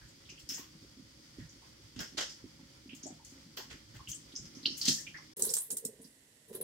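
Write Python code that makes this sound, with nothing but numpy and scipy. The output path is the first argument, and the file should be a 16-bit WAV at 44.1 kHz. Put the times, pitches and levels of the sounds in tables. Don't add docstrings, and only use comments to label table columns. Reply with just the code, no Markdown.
import sys
import numpy as np
from scipy import signal
from scipy.fft import rfft, irfft, next_fast_len
from scipy.io import wavfile
from scipy.ndimage import uniform_filter1d

SR = 44100
rng = np.random.default_rng(int(sys.argv[2]) if len(sys.argv) > 2 else 0)


def generate_wav(sig):
    pcm = np.round(np.clip(np.atleast_2d(sig).T, -1, 1) * 32767).astype(np.int16)
    wavfile.write(sys.argv[1], SR, pcm)


N = 292383
TIME = np.arange(N) / SR
ABOVE_END_S, RIM_START_S = 5.335, 5.363

# (f/Hz, bandwidth/Hz, gain/dB)
FLOOR_MODES = [(60, 10, -18), (120, 20, -6.5), (155.3, 9.3, 3), (222.8, 9.9, 1.5), (267.4, 12.4, 0.5),
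               (315.7, 19.3, 2), (395, 88, -10.5), (532, 57, -14.5)]


def from_db(db):
    return 10 ** (np.asarray(db) / 20)


def rms_one(x):
    return x / np.sqrt(np.mean(x ** 2) + 1e-20)


def at_hz(points, hz):
    f, value = np.transpose(points)
    return np.interp(np.log(np.maximum(hz, 1)), np.log(f), value)


def coloured(x, spectrum):
    size = next_fast_len(x.shape[-1])
    gain = from_db(at_hz(spectrum, np.arange(size // 2 + 1) * SR / size))
    return rms_one(irfft(rfft(x, size) * gain, size)[..., :x.shape[-1]])


def filtered(x, hz, kind="low"):
    return signal.sosfilt(signal.butter(2, hz, kind, fs=SR, output="sos"), x)


def add(out, start_s, sound):
    i = max(round(start_s * SR), 0)
    out[..., i:i + sound.shape[-1]] += sound[..., :N - i]


def by_view(above, rim):
    return np.where(TIME < RIM_START_S, above, rim)


def panned(db):
    return from_db(np.array([[db], [-db]]) / 2)


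def leaning(x, lean):
    size = next_fast_len(N)
    ratio = from_db(at_hz(lean, np.arange(size // 2 + 1) * SR / size))
    gains = np.array([ratio, np.ones_like(ratio)]) * np.sqrt(2 / (1 + ratio ** 2))
    return irfft(rfft(x, size) * gains, size)[:, :N]


def left_late(x, lag_s):
    source = np.clip(np.round((TIME - lag_s) * SR).astype(int), 0, N - 1)
    return np.array([x[0, source], x[1]])


def stereo(three, coherence):
    return np.sqrt(coherence) * three[0] + np.sqrt(1 - coherence) * three[1:]


def droplets(size, per_s, spread_db, coherence):
    shape = (3, size)
    strength = from_db(spread_db * np.minimum(rng.exponential(1, shape), 4))
    hits = (rng.random(shape) < per_s / SR) * strength * rng.choice([-1, 1], shape)
    return rms_one(stereo(hits, coherence))


def flutter(per_s):
    knots = rng.standard_normal(1000)
    return np.interp(TIME * per_s, np.arange(len(knots)), knots)


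def evened(x, span_s):
    power = uniform_filter1d(np.mean(x ** 2, axis=0), int(span_s * SR))
    return x / np.sqrt(power + 1e-12)


def burst(t, rise, t60):
    return np.minimum(t / rise, 1) * from_db(-60 * np.maximum(t - rise, 0) / t60)


def swells(rows, rise, hold_share, t60):
    power, t = np.zeros(N), TIME[:SR]
    for start, length, db in rows:
        fall_db = -60 * np.maximum(t - hold_share * length, 0) / t60
        amplitude = np.minimum(t / rise, 1) * from_db(db + fall_db)
        add(power, start, amplitude ** 2)
    return power


def resonate(x, modes):
    out = 0
    for k, (hz, width_hz, db) in enumerate(modes):
        radius = np.exp(-np.pi * width_hz / SR)
        poles = [1, -2 * radius * np.cos(2 * np.pi * hz / SR), radius ** 2]
        gain = (-1) ** k * from_db(db) * (1 - radius ** 2) / 2
        out = out + gain * signal.lfilter([1, 0, -1], poles, x + 1e-18)
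    return out


def knock(t, hz, swell):
    return (t / swell * np.exp(1 - t / swell)) ** 2 * np.sin(2 * np.pi * hz * t)


def spray(flow_db):
    # (f/Hz, relative density/dB)
    hiss_above = [(260, -26), (450, -11), (555, -1.5), (625, -14.5), (806, -12), (1220, -11.5),
                  (1380, -8.5), (1600, -11.5), (2040, -7), (2700, -13), (3200, -6.5), (3950, -10),
                  (4770, -2.5), (8540, -17), (15100, -25.5), (16000, -23)]
    hiss_rim = [(260, -49), (450, -28), (598, -3), (726, -14.5), (979, -12.5), (1240, -18.5), (1530, -12.5),
                (1980, -4), (2260, -14), (2790, -10.5), (6530, -11.5), (7810, -6.5), (12800, -16),
                (16000, -32)]
    # (f/Hz, left minus right/dB)
    lean_above = [(60, -6), (99, -12), (160, -14), (270, -3), (450, -1), (740, 0), (1220, -2.5), (2010, -2),
                  (3330, -4), (5500, 1), (9080, 3.5), (15000, 3)]
    lean_rim = [(60, -0.5), (120, -0.5), (240, -1.5), (480, 1), (950, -2), (1890, -7.5), (3770, -4),
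                (7520, -7.5), (15000, 4)]
    drops = droplets(N, per_s=18000, spread_db=3.5, coherence=0.08)
    coarse = filtered(drops, 3500)
    gushing = drops * from_db(0.9 * flutter(per_s=24))
    gushing += coarse * (from_db(1.5 * flutter(per_s=32)) - 1)
    above = from_db(-60.5) * leaning(coloured(gushing, hiss_above), lean_above)
    rim = from_db(-64.5) * leaning(coloured(drops, hiss_rim), lean_rim)
    return from_db(flow_db) * by_view(above, rim)


def drumming(flow_db):
    # (f/Hz, relative density/dB)
    force_spectrum = [(30, -38), (60, -14), (150, 3), (450, -1.5), (900, -9), (3000, -52)]
    patter = droplets(N, per_s=2200, spread_db=1.0, coherence=1.0)
    force = evened(coloured(patter, force_spectrum), span_s=0.0153)
    return from_db(by_view(-64.5, -72) + flow_db) * rms_one(resonate(force, FLOOR_MODES))


def rumble():
    # (f/Hz, relative density/dB)
    spectrum = [(12, -49), (20, -29), (48, -9), (65, -0.5), (86, -12), (110, 0.5), (140, -8), (240, -120)]
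    # (t/s, length/s, relative level/dB)
    bumps = [(0.004, 0.063, -55.5), (0.24, 0.03, -65), (0.42, 0.032, -60), (0.698, 0.029, -65),
             (1.375, 0.089, -54), (1.803, 0.075, -60), (1.95, 0.076, -52), (2.43, 0.033, -55),
             (3.695, 0.059, -58), (3.94, 0.092, -54.5), (4.07, 0.043, -56), (4.38, 0.11, -57.5),
             (5.12, 0.028, -60)]
    bump_power = from_db(1.0) ** 2 * swells(bumps, rise=0.022, hold_share=0.83, t60=0.097)
    room_power = from_db(by_view(-66.5, -79) + 1.1 * flutter(per_s=5.3)) ** 2
    noise = stereo(rng.standard_normal((3, N)), coherence=0.97)
    return np.sqrt(room_power + bump_power) * coloured(noise, spectrum)


def squelches():
    # (t/s, relative level/dB, resonance f/Hz, time scale/s)
    squeezes = [(0.012, -65, 1600, .12), (0.25, -63.5, 3340, 0.085), (0.288, -56, 2680, 0.11),
                (0.297, -54.5, 5630, 0.054), (0.375, -58, 2950, 0.074), (0.396, -56, 5340, 0.029),
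                (0.575, -62.5, 1000, 0.18), (1.399, -65.5, 1930, 0.09), (4.628, -52, 4560, 0.06),
                (1.489, -60, 6070, 0.075), (1.619, -65.5, 960, 0.1), (2.003, -48, 1500, 0.049),
                (2.891, -54.5, 2820, 0.11), (2.93, -55.5, 2880, 0.034), (3.029, -46.5, 6070, 0.05),
                (3.063, -49.5, 6900, 0.06), (3.055, -53, 660, 0.11), (3.598, -57.5, 925, 0.088),
                (3.992, -58.5, 1050, 0.082), (4.073, -53, 3030, 0.1), (4.111, -49, 6640, 0.039),
                (4.144, -47.5, 7700, 0.052), (4.32, -58.5, 3540, 0.03), (4.362, -51.5, 6600, 0.11),
                (4.548, -56.5, 5700, 0.11), (4.653, -41, 3600, 0.027), (4.661, -32, 4500, 0.021),
                (4.698, -48, 5250, 0.13), (5.064, -51.5, 2850, 0.088), (5.146, -48.5, 1900, 0.08),
                (5.17, -57, 5310, 0.062), (5.182, -60, 1060, 0.053), (5.476, -50.5, 4230, .04),
                (5.491, -41.5, 5350, 0.046), (5.502, -35.5, 8250, 0.021), (5.584, -37, 8900, 0.037),
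                (5.603, -39.5, 10100, 0.054), (6.014, -59, 9600, 0.04), (6.042, -59, 5100, 0.05),
                (6.537, -57, 9400, 0.04)]
    glide_octaves_per_s, width_octaves = 1.7, 0.32
    out, t = np.zeros((2, N)), TIME[:SR // 4]
    for start, db, hz, scale_s in squeezes:
        glide_s = min(scale_s, 0.1)
        pitch = hz * 2 ** (glide_octaves_per_s * (np.minimum(t, glide_s) - 0.14 * glide_s))
        carrier = np.exp(2j * np.pi * np.cumsum(pitch) / SR)
        pops = droplets(len(t), per_s=2700, spread_db=5.0, coherence=0.17)
        half_width_hz = hz * width_octaves * np.log(2) / 2
        fizz = (carrier * filtered(pops / carrier, half_width_hz)).real
        envelope = burst(t, rise=0.0017 + 0.028 * scale_s, t60=2.13 * scale_s)
        add(out, start, from_db(db + 3.5) * evened(fizz, span_s=0.0073) * envelope)
    return out


def splash_spectrum(spray_hz, db_per_octave, slap_db, slap):
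    hz = np.geomspace(100, 16000, 90)
    peak = from_db(-db_per_octave * np.abs(np.log2(hz / spray_hz)))
    broad = from_db(slap_db + at_hz(slap, hz))
    return np.column_stack([hz, 20 * np.log10(np.hypot(peak, broad))])


def clumped(drops, split_hz):
    spread_db, clumps_per_s = 3.0, 170
    coarse = filtered(drops, split_hz)
    position = TIME[:drops.shape[-1]] * clumps_per_s
    coarse_db, fine_db = (np.interp(position, np.arange(100), knots)
                          for knots in spread_db * rng.standard_normal((2, 100)))
    return coarse * from_db(coarse_db) + (drops - coarse) * from_db(fine_db)


def bubble(t, hz, t60, glide):
    pitch = hz * 2 ** (glide * np.minimum(t, t60))
    phase = 2 * np.pi * np.cumsum(pitch) / SR
    return np.sin(phase) * (1 - np.exp(-t * hz / 2)) * from_db(-60 * t / t60)


def froth(size, spectrum, t60, lowest_hz, count):
    ring_cycles = 18
    out, t = np.zeros((2, size)), TIME[:SR // 40]
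    pitches = np.linspace(lowest_hz, 14000, 200)
    cumulative_power = np.cumsum(from_db(at_hz(spectrum, pitches)) ** 2)
    for quantile, birth, side, strength in rng.random((count, 4)):
        hz = np.interp(quantile, cumulative_power / cumulative_power[-1], pitches)
        age = 0.42 * birth ** 2
        ring = bubble(t, hz, ring_cycles / hz, glide=4.6) * from_db(3.0 * strength - 34 * age)
        for channel, distance in enumerate((side, 1 - side)):
            i = min(int((age * t60 + 0.00043 * distance) * SR), size - len(t))
            out[channel, i:i + len(t)] += ring * from_db(-10 * distance)
    return out / np.sqrt(np.sum(out ** 2) / 2)


def splashes():
    # (t/s, relative level/dB, peak f/Hz, fall either side/(dB per octave), slap/dB, rise/s, t60/s)
    events = [(1.386, -52, 1900, 34, -12, 0.014, 0.33), (3.935, -44, 2000, 7, -6, 0.02, 0.2),
              (0.08, -52.5, 7500, 21, -18, 0.0086, 0.17), (0.29, -46, 5000, 21, -24, 0.011, .2),
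              (0.385, -49.5, 7500, 15, -25, 0.011, 0.27), (0.492, -41, 2540, 15, -23, .006, 0.57),
              (0.585, -49, 2200, 11, 1, .01, .25), (2.002, -35, 1690, 3, -6, .002, .16),
              (0.489, -34, 5700, 13.5, -25, .002, 0.38), (0.489, -37.5, 14100, 32, -29, .003, 0.39),
              (0.533, -33.5, 6500, 42, -18.5, 0.0083, 0.21), (0.579, -38.5, 13500, 33, -6, 0.0075, 0.11),
              (1.961, -44, 3020, 16, -9, 0.0012, 0.32), (1.989, -28.5, 5100, 19, -4, 0.0039, 0.26),
              (1.995, -46, 15400, 39, -21, .006, 0.16), (2.17, -22, 3800, 19, -9, 0.0086, 0.19),
              (2.205, -26, 3600, 16, -3, 0.0033, 0.19), (2.295, -38, 4950, 21, -14, .002, 0.2),
              (2.948, -40.5, 7000, 14, -33, 0.0016, 0.14), (3.247, -42, 6230, 19, -34, 0.0025, 0.3),
              (3.567, -35, 14100, 27, -15, 0.0013, 0.16), (3.57, -30.5, 4600, 23, -8, 0.0025, 0.25),
              (3.695, -38, 2440, 13, -11, 0.015, 0.24), (4.076, -32.5, 6760, 14, -35, 0.02, 0.2),
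              (4.765, -31.5, 6660, 9, -37, 0.013, 0.36), (4.813, -24, 4600, 26, -29.5, 0.0034, 0.38),
              (4.852, -21.5, 4670, 16, -26, .005, 0.18), (4.868, -15.5, 4350, 18, -30, 0.014, 0.11),
              (4.882, -15.5, 5280, 18, -26, 0.0021, 0.17), (4.918, -28, 6300, 18, -43, 0.0031, 0.36),
              (5.365, -34, 10000, 15, -12, 0.0059, 0.37), (5.393, -26, 9330, 13, -9, 0.0033, 0.11),
              (5.419, -13.5, 7800, 23, -32, 0.0054, 0.032), (5.432, -22.5, 10000, 18, -13.5, 0.016, 0.32),
              (5.489, -27, 9000, 25, -21, 0.023, 0.098), (5.535, -12.5, 8300, 16, -25, 0.005, 0.063),
              (5.565, -19.5, 9100, 23, -14.5, 0.0053, .1), (5.615, -32, 11600, 32, -18, 0.0066, 0.21),
              (5.702, -23.5, 8850, 17, -21, 0.0034, 0.1), (5.714, -20.5, 9200, 38, -26, 0.0026, 0.074),
              (5.767, -21, 9000, 17, -21, 0.0031, 0.054), (5.849, -21.5, 8600, 17.5, -37, .003, 0.057),
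              (6.014, -49, 9400, 26, -13, 0.0031, 0.51), (6.478, -47.5, 10500, 21, -7.5, 0.0076, 0.18),
              (6.526, -40.5, 8000, 0, -4, 0.006, 0.15), (6.547, -32, 10600, 26, -5, 0.0053, 0.079),
              (6.609, -28.5, 11000, 38, -14.5, 0.0046, 0.045)]
    # (f/Hz, relative density/dB)
    slap_above = [(120, -8), (400, 7.5), (700, 1.5), (2000, 2.5), (3500, 1.5), (7000, -2.5), (16000, -37)]
    slap_rim = [(120, -14), (400, -11), (700, -7), (1000, -0.5), (1300, -11.5), (1600, -1.5), (2000, -12),
                (2600, -11), (3800, -2.5), (16000, -34)]
    # (f/Hz, gain/dB)
    colour_above = [(900, 1), (1250, -0.5), (1540, 5.5), (1700, 1), (1900, 6), (2300, -3), (3150, 6.5),
                    (3800, -3), (4400, 1.5), (5300, 3), (7200, 6), (8300, 3), (10500, 0), (12300, 5.5),
                    (15500, 8)]
    out, t = np.zeros((2, N)), TIME[:SR // 4]
    for start, db, peak_hz, db_per_octave, slap_db, rise, t60 in events:
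        above = start < ABOVE_END_S
        if above:
            slap, drops_per_s, lowest_bubble_hz, bubble_db = slap_above, 3200, 3300, -9
        else:
            slap, drops_per_s, lowest_bubble_hz, bubble_db = slap_rim, 1100, 6500, -7
        spectrum = splash_spectrum(peak_hz, db_per_octave, slap_db, slap)
        drops = coloured(droplets(len(t), drops_per_s, spread_db=3.0, coherence=0.22), spectrum)
        if above:
            drops = coloured(drops, colour_above)
        shower = clumped(evened(drops, span_s=0.032), peak_hz)
        shower *= from_db(db - 11.5) * burst(t, rise, t60)
        shower_energy = np.sum(shower ** 2) / 2
        bubbles = froth(len(t), spectrum, t60, lowest_bubble_hz, count=48)
        add(out, start, shower)
        add(out, start + rise / 2, from_db(bubble_db) * np.sqrt(shower_energy) * bubbles)
    return out


def thuds():
    # (t/s, relative level/dB, f/Hz, left minus right/dB)
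    lumps = [(0.325, -50, 320, -1), (0.494, -48.5, 249, -3), (0.519, -45, 280, -3), (0.596, -45, 300, -2),
             (0.752, -50, 194, 4), (0.828, -50, 278, -1), (0.849, -51, 330, -1), (0.974, -46.5, 253, -2),
             (0.997, -46, 250, -6), (1.026, -49.5, 190, -1), (1.387, -38, 285, -4), (1.403, -42.5, 230, -2),
             (1.428, -47, 160, -5), (1.446, -48, 156, -1), (1.966, -42.5, 247, -7),
             (1.986, -41.5, 240, -12), (2.007, -40.5, 200, -10), (2.209, -43, 420, 4),
             (2.126, -49, 245, -5), (2.15, -47, 277, -7), (2.443, -39, 297, -5), (2.463, -50, 302, 6),
             (2.602, -51, 230, -3), (2.632, -49, 220, -2), (2.861, -43.5, 268, 1), (2.889, -46, 235, -5),
             (2.935, -40.5, 260, -4), (3.04, -43.5, 268, 0), (3.059, -39, 297, -7), (3.107, -41.5, 282, 2),
             (3.127, -43, 218, 0), (3.325, -48, 270, 0), (3.443, -57, 212, -1), (3.465, -48, 198, 1),
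             (3.592, -44.5, 366, 1), (3.744, -47.5, 280, 3), (3.943, -52, 197, -3), (4.088, -49.5, 183, -7),
             (4.34, -46, 284, -4), (4.399, -47, 203, -2), (4.446, -47, 174, 3), (4.572, -42, 263, -7),
             (4.635, -45, 273, 0), (4.661, -39.5, 270, -5), (4.682, -39, 290, -3), (4.706, -41, 280, -6),
             (4.725, -42, 243, -6), (4.747, -50, 290, -3), (4.856, -46, 213, -7), (4.884, -25, 233, -7),
             (4.893, -32.5, 313, -3), (4.902, -37, 133, -2), (5.42, -43.5, 256, -4), (5.439, -41, 440, -2),
             (5.475, -43, 380, -1), (5.728, -42.5, 228, -1), (5.856, -39.5, 225, -3.5),
             (6.001, -46.5, 234, 1), (6.051, -47.5, 227, -3), (6.554, -39, 392, -2),
             (6.606, -38.5, 430, -1)]
    small_lumps_per_s = 8
    draws = rng.random((int(small_lumps_per_s * ABOVE_END_S), 3))
    small_lumps = [(when * ABOVE_END_S, -59 + 6 * size, 240 * 2 ** (pitch - 0.5), -2)
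                   for when, size, pitch in draws]
    out, t = np.zeros((2, N)), TIME[:SR // 3]
    for peak_s, db, hz, pan_db in list(lumps) + small_lumps:
        swell = 0.98 / hz
        blow = knock(t, hz, swell)
        ring = from_db(-0.5) * resonate(blow, FLOOR_MODES)
        add(out, peak_s - swell, from_db(db - 0.5) * (blow + ring) * panned(pan_db))
    return filtered(out + 1e-18, 100, "high")


def sloshes():
    # (t/s, level/dB, t60/s)
    events = [(0.489, -38, 0.21), (0.535, -48, 0.11), (1.99, -45.5, 0.27), (2.2, -45.5, 0.42),
              (2.295, -51, 0.12), (4.352, -43, 0.044), (4.36, -35.5, 0.041), (4.384, -54, 0.15),
              (4.453, -51, .1)]
    # (f/Hz, bandwidth/Hz, gain/dB)
    hollow_modes = [(5164, 115, 0.5), (5620, 114, -4.5), (6050, 160, -8), (6690, 470, -17)]
    out, t = np.zeros((2, N)), TIME[:SR // 4]
    for start, db, t60 in events:
        ring = resonate(droplets(len(t), per_s=2300, spread_db=3.0, coherence=0.48), hollow_modes)
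        add(out, start, from_db(db) * evened(ring, span_s=0.0076) * burst(t, 0.002, t60))
    return out


def drips():
    # (t/s, relative level/dB, f/Hz, t60/s, glide/(octaves per s))
    drops = [(2.592, -64.5, 930, 0.028, 1.4), (3.195, -67, 907, 0.1, 2.4), (4.001, -61, 1014, 0.056, 3),
             (4.982, -61.5, 1770, 0.091, 5.2), (5.069, -47, 2370, 0.03, 2.8),
             (5.143, -51, 1750, 0.048, 9.1), (5.222, -65, 2060, 0.048, 2.4)]
    out, t = np.zeros((2, N)), TIME[:SR // 6]
    for start, db, hz, t60, glide in drops:
        add(out, start, from_db(db + 10.5) * bubble(t, hz, t60, glide))
        for late, detune, side in rng.random((4, 3)):
            ring = bubble(t, hz * 2 ** (0.39 * (detune - 0.5)), t60 / 2, glide)
            add(out, start + 0.39 * late * t60, from_db(db + 5.5) * ring * panned(16 * (side - 0.5)))
    return out


def smacks():
    # (t/s, peak level/dB, f/Hz, swell/s)
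    pockets = [(4.0734, -38, 2930, 0.0012), (4.117, -28.5, 6400, 0.00082), (4.131, -39.5, 3060, 0.0012),
               (4.6567, -17.5, 3020, 0.0012), (4.659, -16, 4380, 0.00062), (4.814, -23.5, 4770, 0.00072),
               (4.857, -28, 5500, .0008), (4.884, -18, 3800, 0.00022), (4.892, -22, 5670, .0005),
               (4.924, -27, 4800, .0005), (5.4215, -20, 8120, 0.0013), (5.4255, -23.5, 7350, 0.00058),
               (5.538, -21, 7530, 0.0018), (5.567, -19.5, 8300, 0.00081), (5.703, -32, 8100, 0.0007),
               (5.769, -25.5, 8800, 0.0011), (5.85, -28, 8400, 0.00081), (6.552, -31, 10900, 0.00089),
               (6.615, -24, 10450, 0.00074)]
    out, t = np.zeros((2, N)), TIME[:SR // 50]
    for start, db, hz, swell in pockets:
        add(out, start, from_db(db) * knock(t, hz, swell))
    return out


def pour():
    # (t/s, length/s, relative level/dB)
    gushes = [(5.362, 0.26, -48), (5.686, 0.089, -53), (5.82, 0.06, -46), (5.89, 0.039, -56.5),
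              (5.98, 0.026, -56), (6.48, 0.28, -50)]
    # (f/Hz, bandwidth/Hz, gain/dB)
    steel_modes = [(120, 50, -4), (229, 26, -3), (377, 24, -2.5), (448.3, 24, 5.5), (520, 24, 0.5),
                   (600, 100, -10.5), (836, 26, -16.5), (970, 32, -12.5)]
    ring = resonate(droplets(N, per_s=900, spread_db=5.5, coherence=0.99), steel_modes)
    ring = coloured(ring, [(100, -4), (350, 7.0), (1000, -2.5), (2500, -24)])
    gush_power = swells(gushes, rise=0.028, hold_share=0.56, t60=0.27)
    trickle_power = by_view(0, from_db(-77.5) ** 2)
    return from_db(-0.7) * np.sqrt(gush_power + trickle_power) * evened(ring, span_s=0.061)


def kitchen(x, early_db, tail_db, walls_db):
    # (f/Hz, t60/s)
    decay_times = [(150, 0.33), (600, 0.22), (2500, 0.36), (6000, 0.3), (14000, 0.32)]
    # (f/Hz, bandwidth/Hz, gain/dB)
    wall_modes = [(1650, 170, -1), (5590, 890, 11.5)]
    t, tail = TIME[:SR // 2], 0
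    edges_hz = np.geomspace(80, 17000, 9)
    for low, high in zip(edges_hz, edges_hz[1:]):
        noise = filtered(rng.standard_normal((2, len(t))), [low, high], "band")
        tail = tail + noise * from_db(-60 * t / at_hz(decay_times, np.sqrt(low * high)))
    tail += from_db(walls_db) * resonate(tail, wall_modes)
    tail *= np.minimum(t / 0.011, 1)
    early = droplets(len(t), per_s=2200, spread_db=3.5, coherence=0.12) * burst(t, 0.0062, 0.096)
    response = (from_db(early_db) * rms_one(early) + from_db(tail_db) * rms_one(tail)) / np.sqrt(len(t))
    crossed = 0.7 * x + 0.1 * x[::-1]
    return x + signal.fftconvolve(crossed, response, axes=1)[:, :N]


def scene():
    # (f/Hz, left minus right/dB)
    lean_above = [(500, -1.5), (1000, 0), (3100, -2.5), (4500, -2.5), (6200, 2), (7100, 3.5), (9500, 5.5),
                  (11200, -0.5), (14000, 18)]
    lean_rim = [(1000, -1), (2500, -2), (4500, -7), (6300, -6), (7900, -9), (9500, 2), (12300, -3.5),
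                (15000, 4)]
    left_lead_above_s, left_lag_rim_s = 0.00038, 0.00016
    wring_db = 4 * np.exp(-((TIME - 4.69) / 0.38) ** 2)
    wander_db = 1.1 * flutter(per_s=9.2)

    water = splashes() + squelches() + sloshes() + drips() + smacks()
    above = kitchen(by_view(water, 0), early_db=-2.5, tail_db=-6.5, walls_db=-1.0)
    rim = kitchen(by_view(0, water), early_db=-2.5, tail_db=-12.5, walls_db=-31)
    water = by_view(leaning(above, lean_above), leaning(rim, lean_rim)) + thuds()
    water = left_late(water, by_view(0, left_lag_rim_s))

    hiss = spray(wring_db)
    lows = drumming(wring_db + wander_db) + pour() + rumble()
    stream = left_late(hiss + lows * panned(db=-2.3), by_view(-left_lead_above_s, left_lag_rim_s))

    audible = (TIME < ABOVE_END_S) | (TIME >= RIM_START_S)
    return (water + stream) * uniform_filter1d(audible.astype(float), size=100)


def record(dry):
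    return signal.sosfilt(signal.ellip(10, 0.1, 90, 15700, fs=SR, output="sos"), dry)


dry = scene()
out = record(dry)
generate_wav(out)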